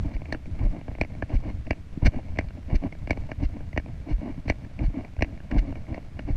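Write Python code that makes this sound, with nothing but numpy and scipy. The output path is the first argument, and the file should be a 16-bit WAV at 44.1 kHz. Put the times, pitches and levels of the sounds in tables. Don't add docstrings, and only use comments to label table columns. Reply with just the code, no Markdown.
import sys
import numpy as np
from scipy import signal
from scipy.fft import rfft, irfft
from scipy.io import wavfile
from scipy.ndimage import uniform_filter1d

SR = 44100
rng = np.random.default_rng(int(sys.argv[2]) if len(sys.argv) > 2 else 0)


def volts(x):
    e = np.asarray(x, float) / 20
    return 10 ** e


def digitize_waveform(pressure):
    field = np.atleast_2d(pressure).T
    bounded = np.clip(field, -1, 1)
    quanta = np.round(bounded * 32767).astype(np.int16)
    wavfile.write(sys.argv[1], SR, quanta)


N = 280476

# (frequency [Hz], density [dB per Hz])
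HISS = [(100, -1.5), (300, -8.5), (400, -17.5), (630, -21.5), (800, -25), (1260, -24.5), (2250, -24),
        (3100, -30), (6100, -37), (8000, -41.5), (10000, -45), (13000, -49.5), (15000, -53)]
# (frequency [Hz], density [dB per Hz])
RUMBLE = [(15, 3), (27, -3.5), (80, -1), (130, -8), (300, -21.5), (500, -63.5)]
# (time [s], level [dB])
SWAY = [(0.04, -30.5), (0.18, -40), (0.39, -37.5), (0.58, -34), (0.95, -39), (1.43, -35), (1.78, -41.5),
        (1.94, -40.5), (2.15, -38.5), (2.76, -42), (2.88, -37.5), (4.54, -41), (5.06, -42.5), (5.27, -39.5),
        (5.65, -39), (6.0, -43), (6.21, -40), (6.3, -31.5)]

# (frequency [Hz], width [Hz], level [dB])
BODY_MODES = [(200, 170, 1.5), (291.4, 85.6, -3.5)]
SHELL_MODES = [(427, 244, 2), (634.3, 138, 1), (803, 230, -5.5), (1040, 268, -8.5)]
BRIGHT_MODES = [(1452, 140, 1), (1693, 720, 24), (2240, 208, 19), (2800, 220, 10)]
EDGE_MODES = [(3740, 380, -12), (4050, 590, -19.5), (4243, 580, 1), (5040, 1400, -0.5), (6050, 340, -10),
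              (7550, 1440, -10.5), (10300, 6700, -5.5), (13200, 4200, -30.5)]

# (time [s], length [s], level [dB])
RATTLES = [(.14, 0.015, -52.5), (0.636, .03, -59), (1.345, 0.025, -50.5), (2.063, 0.0095, -27),
           (2.757, 0.0081, -40), (3.434, 0.024, -48.5), (4.095, 0.038, -52.5), (4.487, 0.017, -43.5),
           (4.836, 0.032, -53.5), (5.587, 0.0069, -38.5), (6.311, 0.0082, -56)]
# (time [s], length [s], pressure [dB])
RUBS = [(0.042, 0.041, -34), (0.102, 0.055, -39.5), (0.596, 0.068, -32), (0.728, 0.056, -35),
        (1.302, 0.044, -29), (1.43, 0.067, -32), (2.021, 0.018, -29), (2.056, 0.015, -21),
        (2.131, 0.062, -31), (2.701, 0.049, -28), (2.824, 0.045, -30.5), (3.395, 0.043, -33),
        (3.538, 0.029, -37.5), (4.065, 0.057, -33.5), (4.213, 0.094, -32.5), (4.632, 0.035, -44),
        (4.792, 0.048, -30.5), (4.941, 0.063, -32), (5.24, 0.11, -44), (5.509, 0.072, -29),
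        (5.616, 0.038, -37), (5.675, 0.031, -32.5), (5.759, 0.024, -41), (5.883, 0.057, -36),
        (6.187, 0.014, -46), (6.276, 0.024, -29)]
# (time [s], pressure [dB], crispness [dB])
SCUFFS = [(.209, -53, -22), (.34, -35, 3), (.423, -51, -20), (0.48, -32.5, -15), (.285, -38, 1),
          (0.552, -43, 2.5), (0.584, -42, 2), (0.881, -37, 4), (1.186, -35, -7), (1.667, -34.5, -1.5),
          (1.774, -46, 0), (1.971, -38.5, -6), (2.541, -54, 4), (2.574, -38.5, 0.5), (2.68, -35, -7),
          (2.922, -38, -7), (3.027, -56, 10), (3.165, -36, 3.5), (3.295, -39.5, 8.5), (3.489, -44, -5),
          (3.601, -43.5, 5), (3.882, -33, -2), (4.375, -39, -9), (4.451, -39.5, 2), (4.575, -56, -6),
          (4.896, -29.5, -12), (5.038, -45.5, 13), (5.966, -37, 5.5), (6.166, -58, 18.5)]

# (time [s], peak [dB], strongest mode [Hz], edge [dB])
SNAPS = [
    (0.3239, -21, 1790, 9),
    (1.0119, -14.5, 2250, 2.5),
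    (1.707, -15, 2240, 0),
    (2.387, -15.5, 2150, 0.5),
    (3.1066, -14.5, 2230, 2.5),
    (3.775, -16.5, 1834, -2),
    (4.4982, -13.5, 2080, 2.5),
    (5.222, -13, 2110, 2),
]
# (time [s], peak [dB], dent [dB], edge [dB])
KNOCKS = [(0.3461, -27, -3, -7), (0.8806, -40, 8.5, -3), (1.2231, -25, 4, -4.5), (2.36, -45, 0, -1),
          (2.485, -46, -12, 15), (2.505, -43, -0.5, -1), (2.95, -47, 3.5, 6), (3.315, -26.5, 0.5, -3.5),
          (3.605, -45, 4, -7), (4.6463, -43.5, -13, -1), (5.1902, -39, 2.5, 1), (5.4016, -40, -4, -14),
          (5.5127, -27, -4, 0), (5.7239, -40.5, 7, -2), (5.7542, -36.5, -3, -4), (6.1913, -31, 2, 0)]
# (time [s], peak [dB], dent [dB])
TICKS = [(0.164, -37, 0), (0.2168, -42, 7), (.2548, -38.5, -3), (.3032, -45, 2), (0.4565, -43, 0),
         (0.812, -42, 2.5), (.9134, -45, 6), (0.9499, -39, 1.5), (0.9835, -41, 5.5), (1.047, -35.5, -1),
         (1.1497, -43.5, 5), (1.2935, -41.5, -11), (1.667, -38.5, -3), (2.371, -37, 1), (2.924, -34.5, -3),
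         (3.0727, -32.5, 1.5), (3.096, -34, 5), (3.1725, -36.5, 5.5), (3.729, -37, -2), (3.7621, -35.5, 7),
         (3.8597, -44, 6), (4.4798, -30, 1.5), (4.79, -34, -5), (5.0477, -36.5, -1), (5.165, -42, 2),
         (5.208, -31.5, 2.5), (5.375, -43, -15), (5.866, -45, -5), (5.944, -31.5, 0), (5.977, -41.5, 13)]

# (time [s], peak [dB], pitch [Hz], width [s])
LANDINGS = [
    (0.012, -28, 29.8, 0.06),
    (.664, -16.5, 37.2, 0.09),
    (1.368, -15, 42, 0.038),
    (2.059, -11, 45.4, .03),
    (2.759, -12.5, 43, 0.022),
    (3.46, -18, 49, 0.033),
    (4.144, -17, 44.3, 0.063),
    (4.864, -17.5, 41.6, 0.097),
    (5.586, -13.5, 43.7, 0.085),
    (6.335, -18, 40.2, 0.015),
]
# (time [s], peak [dB], pitch [Hz])
BUMPS = [(0.07, -18, 61.5), (0.088, -23, 69), (0.165, -18.5, 35), (0.433, -40, 63), (0.532, -23.5, 53.5),
         (0.616, -17.5, 76), (.773, -34, 70), (0.894, -24.5, 64), (1.239, -22.5, 64), (1.336, -27, 59.6),
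         (1.603, -22, 67), (1.977, -18.5, 200), (2.083, -8.5, 75.6), (2.338, -29, 46), (2.484, -25, 37),
         (2.678, -26.5, 53), (2.865, -22, 90), (3.053, -25, 42.8), (3.238, -38, 39), (3.389, -20.5, 74.6),
         (3.748, -21.5, 71), (4.194, -22.5, 65), (4.384, -28, 151), (4.48, -20, 69.5), (4.821, -18.5, 96.5),
         (4.886, -17.5, 99), (5.193, -18, 57), (5.529, -27, 96), (5.923, -20.5, 73), (6.258, -23, 44.3)]


def evened(x):
    return x / np.sqrt(np.mean(x ** 2) + 1e-20)


def add(mix, s, sound):
    at = round(s * SR)
    part, sound = mix[max(at, 0):], sound[max(-at, 0):]
    part[:len(sound)] += sound[:len(part)]


def ring(modes):
    t = np.arange(2000) / SR
    response = np.zeros(len(t))
    for k, (hz, width_hz, db) in enumerate(modes):
        decay = np.sqrt(width_hz) * np.exp(-np.pi * width_hz * t)
        onset = 1 - np.exp(-0.35 * hz * t)
        response += (-1) ** k * volts(db) * decay * onset * np.sin(2 * np.pi * hz * t)
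    return response / np.linalg.norm(response)


def coloured(points):
    hz, db = np.transpose(points)
    f = np.fft.rfftfreq(N, 1 / SR)
    gain = volts(np.interp(np.log(f + 1), np.log(hz), db))
    return evened(irfft(rfft(rng.standard_normal(N)) * gain, N))


def grit(per_s, spread_db, smooth):
    size = volts(spread_db * np.minimum(rng.exponential(1, N), 4)) * rng.choice([-1., 1.], N)
    clicks = evened(size * (rng.random(N) < per_s / SR))
    return evened(clicks + smooth * rng.standard_normal(N))


def stroke(length, rise, fall):
    t = np.arange(-3 * rise, length + 6 * fall, 1 / SR)
    return np.exp(np.minimum(t, 0) / rise - np.maximum(t - length, 0) / fall)


def hiss():
    return volts(-50) * coloured(HISS)


def sway():
    level_db = np.interp(np.arange(N) / SR, *np.transpose(SWAY))
    lumps_db = 5.15 * np.tanh(evened(uniform_filter1d(rng.standard_normal(N), 1500)))
    lumps = volts(lumps_db)
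    rumble = volts(level_db + 3.5) * evened(lumps * coloured(RUMBLE))

    case = ring(BRIGHT_MODES) + 2.7 * ring(SHELL_MODES) + 0.31 * ring(EDGE_MODES)
    drift = uniform_filter1d(uniform_filter1d(rng.standard_normal(N), 3000), 2000)
    patches = volts(2.5 * evened(drift))
    cloth = patches * lumps * grit(840, spread_db=4.5, smooth=0.28)
    rustle = evened(signal.oaconvolve(cloth, case)[:N])
    rustle_db = -59 + 0.56 * (level_db - level_db.mean())
    return rumble + volts(rustle_db) * rustle


def rattles():
    rows = [(s, length, db, db - 9) for s, length, db in RATTLES]
    buzz_s, buzz_db, buzz_edge_db = 0.0071, -25.5, -28.5
    rows += [(s + 0.005, buzz_s, db + buzz_db, db + buzz_db + buzz_edge_db) for s, db, *_ in SNAPS]
    bright, edge = np.zeros((2, N))
    for s, length, bright_db, edge_db in rows:
        shape = stroke(length, rise=0.005, fall=0.0049)
        add(bright, s - 0.018, volts(bright_db) * shape)
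        add(edge, s - 0.018, volts(edge_db) * shape)
    chatter = grit(4000, spread_db=2.5, smooth=0.8)
    bright_ring = signal.oaconvolve(bright * chatter, ring(BRIGHT_MODES))
    edge_ring = signal.oaconvolve(edge * chatter, ring(EDGE_MODES))
    return (bright_ring + edge_ring)[:N]


def rubs():
    shell_db, rub_fizz_db, scuff_fizz_db, scuff_s = -10, -21.5, -22, 0.009
    rows = [(s, length, db, db + shell_db, db + rub_fizz_db) for s, length, db in RUBS]
    rows += [(s, scuff_s, db, db + shell_db + crisp, db + scuff_fizz_db + crisp) for s, db, crisp in SCUFFS]
    slips = grit(220, spread_db=4.5, smooth=0.087)
    # (modes, grains per second, rise [s], fall [s], share of edge modes)
    families = [(BODY_MODES, 700, 0.004, 0.006, 0), (SHELL_MODES, 1500, 0.006, 0.009, 0),
                (BRIGHT_MODES, 2000, 0.008, 0.014, 0.15)]
    out = np.zeros(N)
    for k, (modes, per_s, rise, fall, edge) in enumerate(families):
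        pressure = np.zeros(N)
        for s, length, *levels_db in rows:
            add(pressure, s - 3 * rise, volts(levels_db[k]) * stroke(length, rise, fall))
        grains = 0.49 * slips + 0.64 * grit(per_s, spread_db=4.5, smooth=0.31)
        out += signal.oaconvolve(pressure * grains, ring(modes) + edge * ring(EDGE_MODES))[:N]
    return out


def taps():
    knock_hz, tick_hz = 1705, 2210
    rows = [(s, db, hz, 0, edge_db) for s, db, hz, edge_db in SNAPS]
    rows += [(s, db, knock_hz, dent_db, edge_db) for s, db, dent_db, edge_db in KNOCKS]
    rows += [(s, db, tick_hz, dent_db, 0) for s, db, dent_db in TICKS]
    rows += [(s + 0.022, db - 20.5, hz, 0, 0) for s, db, hz, _ in SNAPS]

    settle = volts(-8) * np.exp(-np.arange(N // 140) / (0.0064 * SR))
    add(settle, 0, stroke(0.002, rise=0.0003, fall=0.0008))
    settle *= np.minimum(np.arange(len(settle)) / 90, 1)
    push = np.r_[np.zeros(round(0.0013 * SR)), -np.hanning(round(0.0006 * SR))]
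    dent = np.convolve(push, ring(SHELL_MODES) + 1.07 * ring(BODY_MODES))
    dent /= abs(dent).max()

    out = np.zeros(N)
    for s, db, hz, dent_db, edge_db in rows:
        drive = settle * rng.standard_normal(len(settle))
        bright = signal.oaconvolve(drive, 0.61 * ring(BRIGHT_MODES) + ring([(hz, 400, 0)]))
        edge = signal.oaconvolve(drive, ring(EDGE_MODES))
        tap = bright / abs(bright).max() + volts(edge_db - 16.5) * edge / abs(edge).max()
        softness_db = -0.13 * (db + 13.5)
        add(out, s - 0.0012, volts(db) * tap)
        add(out, s - 0.0012, volts(db + dent_db + 1 + softness_db) * dent)
    return out


def jolts():
    land = (-0.12, 2.2)
    bump = (0.16, 28)
    rows = [(*row, *land) for row in LANDINGS]
    for s, db, _, _ in LANDINGS:
        rows.append((s, db - 8.5, 25.3, 0.084, *land))
        rows.append((s - 0.0267, db + 0.5, 80, 0.0084, *bump))
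    rows += [(s, db, hz, 1 / hz, *bump) for s, db, hz in BUMPS]
    rows += [(s + 0.011, db - 4.5, 73.4, 0.028, *bump) for s, db, *_ in SNAPS]
    out = np.zeros(N)
    for s, db, hz, width, phase, sink in rows:
        t = np.arange(-2 * width, 2 * width, 1 / SR)
        swing = np.cos(2 * np.pi * (hz * t * (1 - sink * t) + phase))
        add(out, s - 2 * width, volts(db) * swing * np.exp(-(t / (0.47 * width)) ** 2))
    return out


def scene():
    shaken = rattles()
    through = sway() + shaken + rubs() + taps() + jolts()
    wall = signal.butter(2, 6500, fs=SR, output="sos")
    dulled = signal.sosfilt(wall, through)
    sizzle = 0.45 * (shaken - uniform_filter1d(shaken, size=3))
    return (dulled + sizzle + hiss())[None]


def roll_off(x):
    return signal.sosfilt(signal.butter(12, 15050, fs=SR, output="sos"), x)


def record(dry):
    high = signal.butter(8, 12900, "high", fs=SR, output="sos")
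    top = signal.sosfiltfilt(high, dry)
    burst, open_share = 1536, 0.7
    shut = np.repeat(rng.random(N // burst + 1) > open_share, burst)[:N]
    mix = dry - top * uniform_filter1d(shut * 1., size=400)
    return roll_off(mix)


dry = scene()
out = record(dry)
digitize_waveform(out)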